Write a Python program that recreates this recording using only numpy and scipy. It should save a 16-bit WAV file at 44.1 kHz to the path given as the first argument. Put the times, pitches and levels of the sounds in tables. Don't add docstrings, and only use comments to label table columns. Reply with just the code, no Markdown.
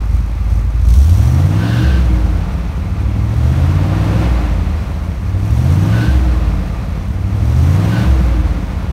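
import sys
import numpy as np
from scipy import signal
from scipy.fft import rfft, irfft, next_fast_len
from scipy.io import wavfile
from scipy.ndimage import uniform_filter1d

SR = 44100
rng = np.random.default_rng(int(sys.argv[2]) if len(sys.argv) > 2 else 0)


def generate_wav(sig):
    pcm = np.round(np.clip(np.atleast_2d(sig).T, -1, 1) * 32767).astype(np.int16)
    wavfile.write(sys.argv[1], SR, pcm)


N = 393372
TIME = np.arange(N) / SR
IDLE_HZ, HIGH_HZ = 6.75, 20


def gain(db):
    return 10 ** (np.asarray(db) / 20)


def unit(x):
    return x / np.sqrt(np.mean(x ** 2))


def steady(x, span_s):
    size = max(int(span_s * SR), 1)
    power = uniform_filter1d(uniform_filter1d(x ** 2, size), size)
    return x / np.sqrt(np.abs(power) + 1e-18)


def response(hz, table):
    table_hz, db = np.transpose(table)
    return gain(np.interp(np.log(hz), np.log(table_hz), db))


def colour(x, table):
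    size = next_fast_len(N + SR, True)
    hz = np.maximum(np.arange(size // 2 + 1) * SR / size, 1)
    cepstrum = irfft(np.log(response(hz, table)), size)
    cepstrum[1:size // 2] *= 2
    cepstrum[size // 2 + 1:] = 0
    return irfft(rfft(x, size) * np.exp(rfft(cepstrum)), size)[:N]


def noise():
    return rng.standard_normal(N)


def wander(rate):
    size = max(int(SR / rate), 1)
    return unit(uniform_filter1d(uniform_filter1d(noise(), size, mode="wrap"), size, mode="wrap"))


def lag(x, lag_s):
    keep = np.exp(-1 / (lag_s * SR))
    return x[0] + signal.lfilter([1 - keep], [1, -keep], x - x[0])


def level_off(x, top):
    return x / (1 + (x / top) ** 6) ** (1 / 6)


def swell(start, end, fade_s):
    return np.sin(np.pi / 2 * np.clip(np.minimum(TIME - start, end - TIME) / fade_s, 0, 1)) ** 2


def underbody(x, echo_db, longest_s):
    delays = np.linspace(.23, 1, num=7) ** 1.37 * longest_s * SR
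    return x + gain(echo_db) * sum(np.pad(x, (int(delay), 0))[:N] for delay in delays)


# (frequency [Hz], relative level [dB])
RUSTLE_COLOUR = [(400, -15.5), (650, -11), (830, 3.5), (1000, -2), (1170, 4), (1350, -3), (1850, -7),
                 (2150, -3.5), (2500, -4.5), (3100, -20.5), (4200, -14), (9000, -34.5)]
def engine_bay():
    return unit(colour(noise(), RUSTLE_COLOUR)) * gain(-42.5 + 1.44 * wander(33))


# (pitch [Hz], level [dB])
FAN_LEVELS = [(120, -56), (240, -47), (278, -44), (300, -31), (320, -30.5), (332, -37)]
def fan(cycle_hz):
    driven_hz = 16.5 * lag(cycle_hz, lag_s=0.19)
    blade_hz = level_off(driven_hz, top=365.2)
    passes = np.cumsum(blade_hz * (1 + .011 * wander(60))) / SR
    hum = np.sqrt(2) * np.sin(2 * np.pi * passes)
    return hum * response(blade_hz, FAN_LEVELS) * gain(2.2 * wander(25))


# (pitch [Hz], width [Hz], relative level [dB])
STEEL_NOTES = [(3120, 60, 2), (3550, 140, 0), (4250, 220, 0), (5880, 90, 0)]
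def steel_ring(x):
    notes = (gain(db) * signal.lfilter(*signal.iirpeak(hz, hz / width, fs=SR), x)
             for hz, width, db in STEEL_NOTES)
    return x + 0.27 * sum(notes)


# (frequency [Hz], relative level [dB])
SHRIEK_COLOUR = [(1000, -16), (1600, 12.5), (2250, -9), (2750, 7), (3250, -0.5), (3900, 0), (5000, -6),
                 (6500, -18), (12000, -42)]
# (start [s], end [s], start pitch [Hz], end pitch [Hz], tone level [dB], shriek level [dB])
WHISTLES = [(1.577, 2.005, 1524, 1440, -34.5, -31.5), (5.905, 6.137, 1500, 1510, -32.5, -32.5),
            (7.895, 8.074, 1513, 1485, -32.5, -32)]
def whistle(throttle):
    waver, flutter = .014 * wander(240), gain(2.2 * wander(70))
    shriek = unit(steel_ring(colour(noise(), SHRIEK_COLOUR)))
    bend = 1 + 0.069 * (1 - throttle)
    out = np.zeros(N)
    for start, end, start_hz, end_hz, tone_db, shriek_db in WHISTLES:
        hz = np.interp(TIME, [start, end], [start_hz, end_hz]) * bend
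        tone = np.sqrt(2) * np.sin(2 * np.pi * np.cumsum(hz * (1 + waver)) / SR) * flutter
        out += tone * gain(tone_db) * swell(start, end, fade_s=0.043)
        out += shriek * gain(shriek_db) * swell(start - 0.14, end + 0.14, fade_s=0.28)
    return out


# (press [s], fully down [s], lifted [s], cycle rate aimed for [Hz], rush rise at high
# speed [dB], cycle rate where the rush levels off [Hz], spitting per unit of excess load [dB])
REV_PLAN = [(0.758, 1.121, 1.837, 53.76, 12.5, 18.7, -46.5), (2.709, 3.512, 4.26, 34.57, 16.5, 20.2, -45),
            (5.135, 5.682, 6.07, 53.84, 12.5, 20.8, -46), (7.042, 7.687, 8.045, 52.35, 14, 20.3, -45)]
def pedal(t, fade_per_s=0.237, lift_s=0.07):
    pull_hz = IDLE_HZ * (t < REV_PLAN[0][1])
    for start, down, lifted, hz, *_ in REV_PLAN:
        faded_hz = hz * np.exp(-fade_per_s * (lifted - down))
        rev_hz = np.interp(t, [start, down, lifted - lift_s, lifted], [0, hz, faded_hz, 0])
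        pull_hz = np.maximum(pull_hz, rev_hz)
    return pull_hz


def gas_levels(cycle_hz, load):
    _, down, lifted, _, *settings = np.transpose(REV_PLAN)
    held_s = np.sort(np.r_[down, lifted])
    rise_db, ceiling_hz, spit_db = (np.interp(TIME, held_s, np.repeat(s, 2)) for s in settings)
    speed = np.maximum(level_off(cycle_hz, ceiling_hz) - IDLE_HZ, 0) / (HIGH_HZ - IDLE_HZ)
    rush_db = -39.5 + rise_db * speed ** 1.39 + 0.56 * load
    idle_spit = gain(-50.5)
    speed_spit = gain(-48.5) * (cycle_hz / HIGH_HZ) ** 4.6
    load_spit = gain(spit_db) * np.maximum(load - 1.28, 0)
    return rush_db, 10 * np.log10(idle_spit ** 2 + speed_spit ** 2 + load_spit ** 2)


FIRING_ORDER = np.array([1, 1, 0, 1, 0, 0, 1, 0])
def firings(cycles, far_db, scatter_db, jitter):
    count = len(FIRING_ORDER)
    slot = np.arange(int(cycles[-1] * count))
    timing_luck, size_luck = rng.standard_normal((len(slot), 2)).T
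    late = np.interp(slot / count, cycles, jitter * np.ones(N)) * timing_luck
    sample = np.interp((slot + late) / count, cycles, np.arange(N))
    size = gain(far_db * (1 - FIRING_ORDER[slot % count]) + scatter_db * size_luck)
    return np.bincount(sample.astype(int), size * (slot > 0), N)


def puffs(pulses, decay_s):
    flow = signal.lfilter([1], [1, -np.exp(-1 / (decay_s * SR))], pulses)
    return steady(flow, span_s=0.22)


# (frequency [Hz], relative level [dB])
RUSH_COLOUR = [(200, 0.5), (400, 1), (540, 4), (750, 0.5), (930, 0), (1170, -2), (1450, -5.5), (1900, -8),
               (2450, -10), (3100, -14), (4200, -17.5), (6000, -25.5), (9000, -33.5), (16000, -41)]
# (frequency [Hz], relative level [dB])
SPIT_COLOUR = [(1200, -3), (2500, -5.5), (3100, -0.5), (4100, -0.5), (5000, -2.5), (5700, 3.5), (6600, 0),
               (7600, -5.5), (8600, -0.5), (9500, -4.5), (10400, -10), (11400, -3.5), (13500, -7.5),
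               (16000, -10.5)]
def gas(cycles, rush_db, spit_db):
    pulses = firings(cycles, far_db=-5, scatter_db=2.5, jitter=.04)
    flow = uniform_filter1d(puffs(pulses, decay_s=.004), size=SR // 500)
    rush = unit(colour(noise() * (1 + 0.051 * flow), RUSH_COLOUR))
    blast = gain(.45 * (spit_db - spit_db.max()))
    hiss = colour(noise() * (1 + 0.83 * blast * flow), SPIT_COLOUR)
    spit = steady(hiss + blast * (steel_ring(hiss) - hiss), span_s=0.11)
    return rush * gain(rush_db + .5 * wander(22)) + spit * gain(spit_db + 0.57 * wander(22))


# (frequency [Hz], relative level [dB])
BARK_COLOUR = [(60, -38), (130, -6), (185, 6), (225, 0.5), (272, 0), (320, -0.5), (385, -16.5),
               (550, -22.5), (1000, -31.5), (16000, -110)]
def bark(cycles, cycle_hz, throttle):
    pulses = firings(cycles, far_db=-15, scatter_db=2, jitter=.07 + .2 * (1 - throttle))
    ringing = steady(colour(pulses, BARK_COLOUR), span_s=0.42)
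    return ringing * (cycle_hz / HIGH_HZ) ** 1.26 * gain(-30.5 + 7.16 * throttle)


# (frequency [Hz], relative level [dB])
BURBLE_COLOUR = [(20, -44), (38, -15), (56, -2), (82, 7.5), (100, 1), (125, 3.5), (160, -24), (235, -27.5),
                 (2000, -130), (16000, -130)]
# (frequency [Hz], relative level [dB])
GROWL_COLOUR = [(40, -20.5), (100, 0.5), (122, 7), (155, -2.5), (188, -0.5), (230, -17.5), (400, -23),
                (2000, -72.5), (16000, -120)]
def burble(cycles, cycle_hz):
    pulses = firings(cycles, far_db=-1, scatter_db=3, jitter=.05)
    fired = pulses > 0
    surplus = pulses - fired * pulses[fired].mean()
    growl = unit(colour(surplus, GROWL_COLOUR)) * gain(2.0) * (cycle_hz / HIGH_HZ) ** 1.28
    return steady(unit(colour(surplus, BURBLE_COLOUR)) + growl, span_s=0.08)


# (frequency [Hz], level [dB])
PIPE_RESPONSE = [(20, -50), (36, -21), (43, -16.5), (52, -4), (59, -2), (67, -1.5), (86, 0.5), (105, -4),
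                 (125, -3), (155, -6), (190, -1.5), (225, -6.5), (320, -8.5), (400, -37)]
# (pitch [times the cycle rate],
# level at load 1 [dB], level with throttle shut [dB], change per doubling of speed [dB])
FIRING_TONES = [(3, -44, -9.5, 8), (4, -36.5, -28.5, -13.5), (5, -15.5, -21.5, 6.5), (6, -32, -35, 8),
                (7, -33, -32.5, 1), (8, -18.5, -39, -3), (9, -32.5, -35, 9), (11, -32, -39, 2.5),
                (13, -30, -46, 9), (16, -33, -37.5, 10.5)]
def boom(cycles, cycle_hz, load, pull_hz, drone_below_hz=25.3):
    phases = np.angle(np.fft.fft(FIRING_ORDER))
    coasting = 1 / (1 + (pull_hz / drone_below_hz) ** 3)
    pulling = load ** 0.68
    octaves = np.log2(cycle_hz / HIGH_HZ)
    out = np.zeros(N)
    for multiple, pulling_db, shut_db, slope_db in FIRING_TONES:
        size = np.hypot(pulling * gain(pulling_db), coasting * gain(shut_db))
        size *= gain(slope_db * octaves) * response(multiple * cycle_hz, PIPE_RESPONSE)
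        out += size * np.cos(2 * np.pi * multiple * cycles + phases[multiple % len(phases)])
    return -np.sqrt(2) * out


# (middle [s], length [s], extra load [idle = 1])
THROTTLE_DABS = [(0.156, 0.28, 0.95), (0.563, 0.34, 1.16), (0.906, 0.41, 1.95)]
def scene():
    cycle_hz = lag(pedal(TIME), lag_s=1.631)
    pull_hz = pedal(TIME - 0.045)
    dabs = sum(extra * swell(middle - length / 2, middle + length / 2, length / 2)
               for middle, length, extra in THROTTLE_DABS)
    load = pull_hz / cycle_hz + dabs
    throttle = uniform_filter1d(np.minimum(load, 1), size=SR // 9)
    cycles = np.cumsum(cycle_hz * (1 + .002 * wander(30))) / SR
    burble_db = -19 - 0.5 * throttle + 4.5 * dabs
    pipes = boom(cycles, cycle_hz, load, pull_hz)
    pipes += burble(cycles, cycle_hz) * gain(burble_db)
    pipes += bark(cycles, cycle_hz, throttle)
    airy = gas(cycles, *gas_levels(cycle_hz, load)) + engine_bay()
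    airy = underbody(airy, echo_db=-25, longest_s=.0113)
    return (pipes + airy + whistle(throttle) + fan(cycle_hz))[None]


def record(dry, top_hz=15750):
    rounded = signal.windows.tukey(N, .002) * level_off(dry, top=1)
    treble_cut = signal.ellip(16, .1, 100, top_hz, fs=SR, output="sos")
    return signal.sosfilt(treble_cut, rounded)


dry = scene()
out = record(dry)
generate_wav(out)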